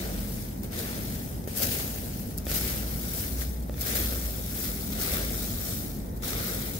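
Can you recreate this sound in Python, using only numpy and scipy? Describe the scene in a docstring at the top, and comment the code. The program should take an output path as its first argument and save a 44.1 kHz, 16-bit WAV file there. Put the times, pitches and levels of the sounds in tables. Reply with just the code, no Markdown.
"""Dry leaves crunch and rustle as a plastic rake sweeps through them on a wooded slope.
Each stroke crushes leaves, snaps twigs and scrapes the soil, and the rake's teeth knock on the ground.
Thrown leaves crackle on as they settle. The crackle is noise chopped into thousands of tiny breaks.
The rake is to the left of a microphone with two openings, one for each ear.
A town rumbles underneath, and a far engine drones."""
import sys
import numpy as np
from scipy import signal
from scipy.io import wavfile
from scipy.ndimage import uniform_filter1d

SR = 44100
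rng = np.random.default_rng(int(sys.argv[2]) if len(sys.argv) > 2 else 0)


def store_pcm(level_fs):
    """Save levels as 16-bit WAV."""
    pcm = np.round(np.clip(level_fs, -1, 1) * 32767).astype(np.int16)
    wavfile.write(sys.argv[1], SR, np.atleast_2d(pcm).T)


N = 299680


def amp(db):
    """Turn decibels into a number to multiply a sound by."""
    return 10 ** (np.asarray(db) / 20)


def unit_level(x):
    """Scale a signal so that its average power is 1."""
    return x / np.sqrt(np.mean(x ** 2) + 1e-20)


def look_up(table, hz):
    """Read a table's columns at these frequencies, sliding smoothly between its rows."""
    row_hz, *columns = np.transpose(table)
    return [np.interp(np.log(hz + 1), np.log(row_hz + 1), column)[:, None] for column in columns]


def patches(shape, bands, frames):
    """Random highs and lows, smoothed over this many frequency bands and time frames."""
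    noise = rng.standard_normal(shape[::-1]).T
    return unit_level(uniform_filter1d(uniform_filter1d(noise, bands, axis=0), frames, axis=1))


# Each row: frequency in Hz, relative level of the rumble in dB.
TOWN_TONE = [(25, -60), (36, -19.5), (45, -2.5), (62, -4), (100, -7), (150, -10.5), (210, -6.5),
             (330, -17.5), (480, -21.5), (900, -28.5), (1250, -38), (2000, -41), (4000, -65), (15500, -53)]
# Each row: frequency in Hz, how alike left and right are (1 the same, 0 unrelated, -1 opposite).
TOWN_LIKENESS = [(60, 1), (200, 0.84), (400, 0.55), (700, -0.074), (1050, -0.75), (1500, -0.1), (2500, 1)]
def town_rumble():
    """Far traffic and air: deep noise that swells slightly, its bass almost the same in both ears."""
    level_db, waver_db = -35, .6
    frames, hz = N // 512 + 5, np.fft.rfftfreq(2048, 1 / SR)
    a, b, c, d = rng.standard_normal((frames, 1025, 4)).T
    alike = look_up(TOWN_LIKENESS, hz)[0]
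    left = a + 1j * b
    right = alike * left + np.sqrt(1 - alike ** 2) * (c + 1j * d)
    waver = patches(left.shape, 8, 12) + patches((1, frames), 1, 30)
    spectra = np.array([left, right]) * amp(look_up(TOWN_TONE, hz)[0] + waver_db * waver)
    rumble = signal.istft(spectra, nperseg=2048, noverlap=1536)[1][:, :N]
    return amp(level_db) * unit_level(rumble)


# Each row: time in seconds, the engine's pitch in Hz, level in dB.
ENGINE_PATH = [(0, 54.5, -36), (.35, 43.7, -40), (.8, 55.4, -45), (1.85, 51.06, -52), (2.1, 51.7, -47),
               (2.9, 58.2, -34.5), (3.2, 58.54, -44), (3.37, 60.64, -31), (3.92, 60.44, -39.5),
               (4.05, 60, -32), (4.3, 57.04, -34), (4.65, 51.94, -45.5), (5.4, 51.2, -33.5),
               (5.7, 50.2, -48), (6.25, 49.5, -38), (6.5, 43.9, -45.5), (6.8, 44, -54)]
def engine_drone():
    """A far engine speeds up and slows again: one low tone that wavers a little in pitch."""
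    times, hz, db = np.transpose(ENGINE_PATH)
    t = np.arange(N) / SR
    slow_noise = uniform_filter1d(uniform_filter1d(rng.standard_normal(N), 2500), 2500)
    pitch_hz = np.interp(t, times, hz) + 1.57 * unit_level(slow_noise)
    cycles = np.cumsum(pitch_hz) / SR
    return np.sqrt(2) * amp(np.interp(t, times, db)) * np.sin(2 * np.pi * cycles)


# How the leaves sound at each opening. Each row: frequency in Hz, left level in dB,
# right level in dB, then the left and right changes in dB when the rake is far off.
MIC_TONE = [(40, -34, -30, 0, 0), (120, -9, -1, -1, 9), (300, -4.5, -10, 1, -1.5),
            (550, -8.5, -0.5, 1.5, -2.5), (1070, -19, -21.5, -2.5, 7), (1257, -4.5, -11.5, -6.5, -7),
            (1650, -6, -18, 2.5, 1), (2155, -3, -8, -2.5, -2), (2760, -22.5, -12.5, 9.5, 4),
            (3240, -8.5, -15, -2, 4), (3730, -3.5, -11, -3.5, -3), (4650, -11, -10, 3, 0.5),
            (5800, -6, -7, -3.5, -1), (6350, -9, -13, 1, 0), (6900, -10.5, -14.5, 0.5, 0.5),
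            (7250, -8, -8.5, 2.5, -6), (7550, -7.5, -8.5, -4, -1), (8200, -9.5, -11.5, -0.5, 1),
            (9200, -9, -13.5, 3.5, -3), (10240, -7, -11.5, -2, 0.5), (10870, -5.5, -9.5, 2.5, -1),
            (12000, -2, -9.5, -2.5, 0), (13000, -4, -5, 2, -2), (13500, -5, -9, -1, 0),
            (14000, -2.5, -10, 0.5, 0), (14550, -1.5, -9, -3, 0), (14950, -4, -6, -4, -3),
            (15400, 0, -7, -1, -5.5)]
# Each row: frequency in Hz, how alike the sides are (0 to 1), extra phase on the right in radians.
MIC_LIKENESS = [(500, .97, 1.0), (900, .9, 1.0), (1120, .3, 2.0), (1350, .72, 3.7), (1700, .62, 3.9),
                (2400, .5, 5.5), (3200, .27, 5.3), (5000, .2, 6.3), (15000, .17, 6.3)]
# The rake works its way closer. Each row: time in seconds, distance (0 is near, about 1 is far).
RAKE_DISTANCE = [(0, 0.65), (1.3, 0.76), (1.6, 1.1), (2.6, 0.7), (3.5, 0.3), (6.8, 0)]
def at_microphone(sound, other, tone_db=None):
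    """Colour a sound for both openings; the right mixes in `other` where the sides are less alike."""
    right_lag_s = .00059  # the rake is nearer the left opening
    echo_s, echo_gain = .00054, -.17  # the left also hears an echo off the microphone's case
    hz, t, (main, spare) = signal.stft([sound, other], SR, nperseg=256, noverlap=192)
    left_db, right_db, far_left_db, far_right_db = look_up(MIC_TONE, hz)
    distance = np.interp(t, *np.transpose(RAKE_DISTANCE))
    alike, phase = look_up(MIC_LIKENESS, hz)
    turn = 2j * np.pi * hz[:, None]  # multiplying by exp(-turn * seconds) delays a sound
    left = main * (1 + echo_gain * np.exp(-turn * echo_s))
    right = alike * main * np.exp(1j * phase - turn * right_lag_s) + np.sqrt(1 - alike ** 2) * spare
    left *= amp(left_db + distance * far_left_db)
    right *= amp(right_db + distance * far_right_db)
    spectra = np.array([left, right]) * (1 if tone_db is None else amp(tone_db(hz, t)))
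    return signal.istft(spectra, SR, nperseg=256, noverlap=192)[1][:, :N]


# The tones of the rake's teeth. Each row: pitch in Hz, relative level in dB, seconds to fade by 60 dB.
TOOTH_TONES = [(420, -9, .018), (600, -2, .02), (790, -1, .014), (1250, 0, .009), (1800, 0, .009),
               (2500, 0, .007), (3500, -3, .008), (5000, -8, .007)]
# Each row: start in seconds, relative level in dB, brightness in dB per octave.
LANDINGS = [(1.4757, -26, -8), (2.4682, -22, 0), (2.498, -37, 6), (2.516, -22, 2), (3.383, -36, 0),
            (3.6963, -25, -5), (3.742, -36, 3), (3.781, -33, 3), (3.83, -31, 3), (3.988, -27, -5),
            (5.0, -33, 2), (6.224, -35, 2)]
def rake_knocks():
    """The plastic teeth ring briefly as they land; harder ground brings out their higher tones."""
    t, knocks = np.arange(2048) / SR, np.zeros(N)
    for start_s, level_db, brightness in LANDINGS:
        at = round(start_s * SR)
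        for hz, tone_db, fade_s in TOOTH_TONES:
            start_db = level_db + tone_db + brightness * np.log2(hz / 1000)
            knocks[at:at + len(t)] += amp(start_db - 60 * t / fade_s) * np.sin(2 * np.pi * hz * t)
    return at_microphone(knocks, knocks)


# Each row: start in seconds, relative level in dB, pitch of the brightest part in Hz.
TWIG_SNAPS = [(.634, -23, 11000), (.7208, -27, 8000), (1.4405, -33, 6000), (1.475, -27, 10000),
              (1.5614, -22, 12000), (1.5748, -13, 11000), (1.5838, -13, 10000), (2.3742, -27, 13000),
              (2.3782, -16, 14000), (2.384, -17, 9000), (1.6232, -15, 12000), (1.6313, -16, 9000),
              (2.4548, -27, 10000), (2.499, -20, 11000), (2.5155, -15, 9000), (2.508, -20, 10000),
              (2.541, -18, 11000), (2.612, -20, 9000), (2.6775, -16, 11000), (2.8014, -25, 10000),
              (2.9404, -29, 10000), (3.4085, -22, 12000), (3.4105, -24, 3600), (3.417, -27, 4200),
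              (3.4244, -21, 11000), (3.8104, -14.5, 11500), (3.8155, -16, 9500), (3.958, -18, 12000),
              (3.971, -20, 9000), (4.3069, -23, 11000), (5.004, -21, 8500), (5.021, -21, 7000),
              (5.075, -19, 13000), (5.096, -22, 4500), (5.146, -23, 2500), (5.1185, -19, 10000),
              (6.1644, -35, 13000), (6.224, -25, 6000), (6.3055, -18, 11000)]
def twig_snaps():
    """A twig or leaf breaks with a sudden burst of noise around its own pitch."""
    fade_s = .013  # time to fade by 60 dB
    t, snaps = np.arange(4096) / SR, np.zeros((2, N))
    for start_s, db, hz in TWIG_SNAPS:
        band = signal.butter(2, [.6 * hz, min(1.6 * hz, 20000)], "band", fs=SR)
        burst = unit_level(signal.lfilter(*band, rng.standard_normal((2, len(t)))))
        at = round(start_s * SR)
        snaps[:, at:at + len(t)] += burst * amp(db - 60 * t / fade_s)
    return at_microphone(*snaps)


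def tiny_breaks(per_second, spread_db, fade_s):
    """The loudness of many small breaks: sudden starts of uneven size that die away fast."""
    sizes = amp(spread_db * np.minimum(rng.exponential(1, N), 5))
    starts = rng.random(N) < per_second / SR
    decay = 10 ** (-6 / (fade_s * SR))
    power = signal.lfilter([1], [1, -decay], sizes ** 2 * starts)
    return unit_level(np.sqrt(power + 1e-9))


def swell(t, start_s, rise_s, hold_s, db, fall_db_per_s):
    """The power of one swell: it climbs 19.5 dB during its rise, holds, then fades steadily."""
    climb_db = 19.5 * np.minimum((t - start_s) / rise_s - 1, 0)
    fall_db = fall_db_per_s * np.maximum(t - start_s - rise_s - hold_s, 0)
    return amp(db + climb_db - fall_db) ** 2


# The teeth scrape the soil. Each row: start, rise and hold in seconds, relative level in dB.
SOIL_SCRAPES = [(-.3, .08, 0.17, -23.5), (0.696, 0.08, 0.18, -28), (1.547, 0.069, 0.17, -25.5),
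                (2.451, 0.1, 0.22, -27), (3.8, 0.14, 0.1, -26.5), (4.92, 0.11, 0.18, -25.5),
                (6.215, 0.044, 0.24, -28)]
# The rake digs in and drags. Each row: start, rise and hold in seconds, crackle level in dB,
# how much louder the heap is than the crackle in dB.
RAKE_PULLS = [(-.3, 0.081, 0.15, -39, 13.5), (0.687, 0.048, 0.17, -35.5, 5.5), (1.473, .005, .01, -36.5, 0),
              (1.521, 0.054, 0.22, -27.5, -2.5), (2.456, .005, 0.018, -37, -7),
              (2.448, 0.056, 0.18, -27.5, 0.5), (3.736, 0.14, 0.15, -26.5, 0),
              (4.896, 0.12, 0.14, -28, 2.5), (6.214, 0.022, 0.27, -30.5, 3)]
# A handful of leaves is crushed. Each row: time of the peak in seconds, crackle level in dB,
# how much louder the heap is than the crackle in dB.
LEAF_CRUNCHES = [(.645, -38, 3), (.79, -28, -5), (1.575, -27, -18), (1.63, -18.5, -5.5), (1.72, -26, 0),
                 (1.796, -31.5, 5.5), (2.311, -41, 2), (2.39, -40, 1), (2.556, -21, -21), (3.418, -33, 4),
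                 (3.816, -26.5, -8), (3.871, -30, -22), (3.96, -23, -4), (4.929, -32, 2.5),
                 (5.018, -27, -2), (5.137, -26.5, 2), (6.17, -41, -12), (6.288, -29.5, 2)]
# Thrown leaves rain down. Each row: start, rise and hold in seconds, crackle level in dB.
LEAF_SHOWERS = [(-.2, 0.18, 0.44, -36.5), (0.61, 0.43, 0.12, -36), (1.05, .2, .08, -42),
                (1.699, 0.27, 0.25, -38), (2.603, 0.32, 0.15, -34.5), (2.905, 0.29, 0.0092, -27.5),
                (3.28, 0.11, 0.0092, -36), (3.992, 0.26, 0.016, -34), (4.08, 0.56, 0.018, -28),
                (4.6, 0.22, 0.087, -34.5), (5.1, 0.27, 0.079, -30.5), (5.298, .36, 0.094, -30),
                (6.298, 0.25, 0.26, -35)]
def rake_strokes(t):
    """Add up the power over time of the fine crackle, the deeper heap of leaves and the soil scrape."""
    crackle = heap = amp(-63) ** 2  # the leaves never fall quite silent
    scrape = sum(swell(t, *row, fall_db_per_s=24) for row in SOIL_SCRAPES)
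    for *timing, db, heap_db in RAKE_PULLS:
        crackle = crackle + swell(t, *timing, db, fall_db_per_s=43)
        heap = heap + swell(t, *timing, db + heap_db, fall_db_per_s=45)
    crunch_rise_s = .028
    for peak_s, db, heap_db in LEAF_CRUNCHES:
        crunch = swell(t, peak_s - crunch_rise_s, crunch_rise_s, 0, db, fall_db_per_s=310)
        crackle += crunch
        heap += crunch * amp(heap_db) ** 2
    showers = sum(swell(t, *row, fall_db_per_s=50.3) for row in LEAF_SHOWERS)
    return crackle + showers, heap + showers * amp(-4) ** 2, scrape


def raked_leaves():
    """Leaves break in a fine, clumpy crackle; the heap and the soil under them add the lower sounds."""
    heap_below_hz, scrape_below_hz = 4300, 850
    fine = tiny_breaks(per_second=7000, spread_db=.65, fade_s=.006)
    clumps = tiny_breaks(per_second=110, spread_db=4.2, fade_s=.007)
    noise = fine * (1 + .08 * clumps) * rng.standard_normal((2, N))

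    def tone_db(hz, t):
        """How much the heap and the soil change each frequency, with a random flicker on top."""
        crackle, heap, scrape = rake_strokes(t)
        heap_share = 1 / (1 + (hz[:, None] / heap_below_hz) ** 2.6)
        soil = scrape / crackle / (1 + (hz[:, None] / scrape_below_hz) ** 6)
        flicker_db = patches(soil.shape, 8, 8) + 1.3 * patches(soil.shape, 2, 40)
        return 10 * np.log10((heap / crackle) ** heap_share + soil) + flicker_db

    rustle = unit_level(at_microphone(*noise, tone_db))
    coarse_t = np.arange(0, N + 16, 16) / SR
    loudness = np.sqrt(rake_strokes(coarse_t)[0])
    return rustle * np.interp(np.arange(N) / SR, coarse_t, loudness)


def scene():
    """The raking close by, over the far town and engine."""
    return raked_leaves() + twig_snaps() + rake_knocks() + town_rumble() + engine_drone()


def record(dry):
    """The deepest bass is taken away, and the treble ends at the recorder's cut-off."""
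    lowest_hz, highest_hz = 37.4, 15745
    bass_cut = signal.butter(4, lowest_hz, "high", fs=SR, output="sos")
    treble_cut = signal.firwin(2047, highest_hz, window=("kaiser", 9), fs=SR)
    return signal.oaconvolve(signal.sosfilt(bass_cut, dry), treble_cut[None], "same")


dry = scene()
out = record(dry)
store_pcm(out)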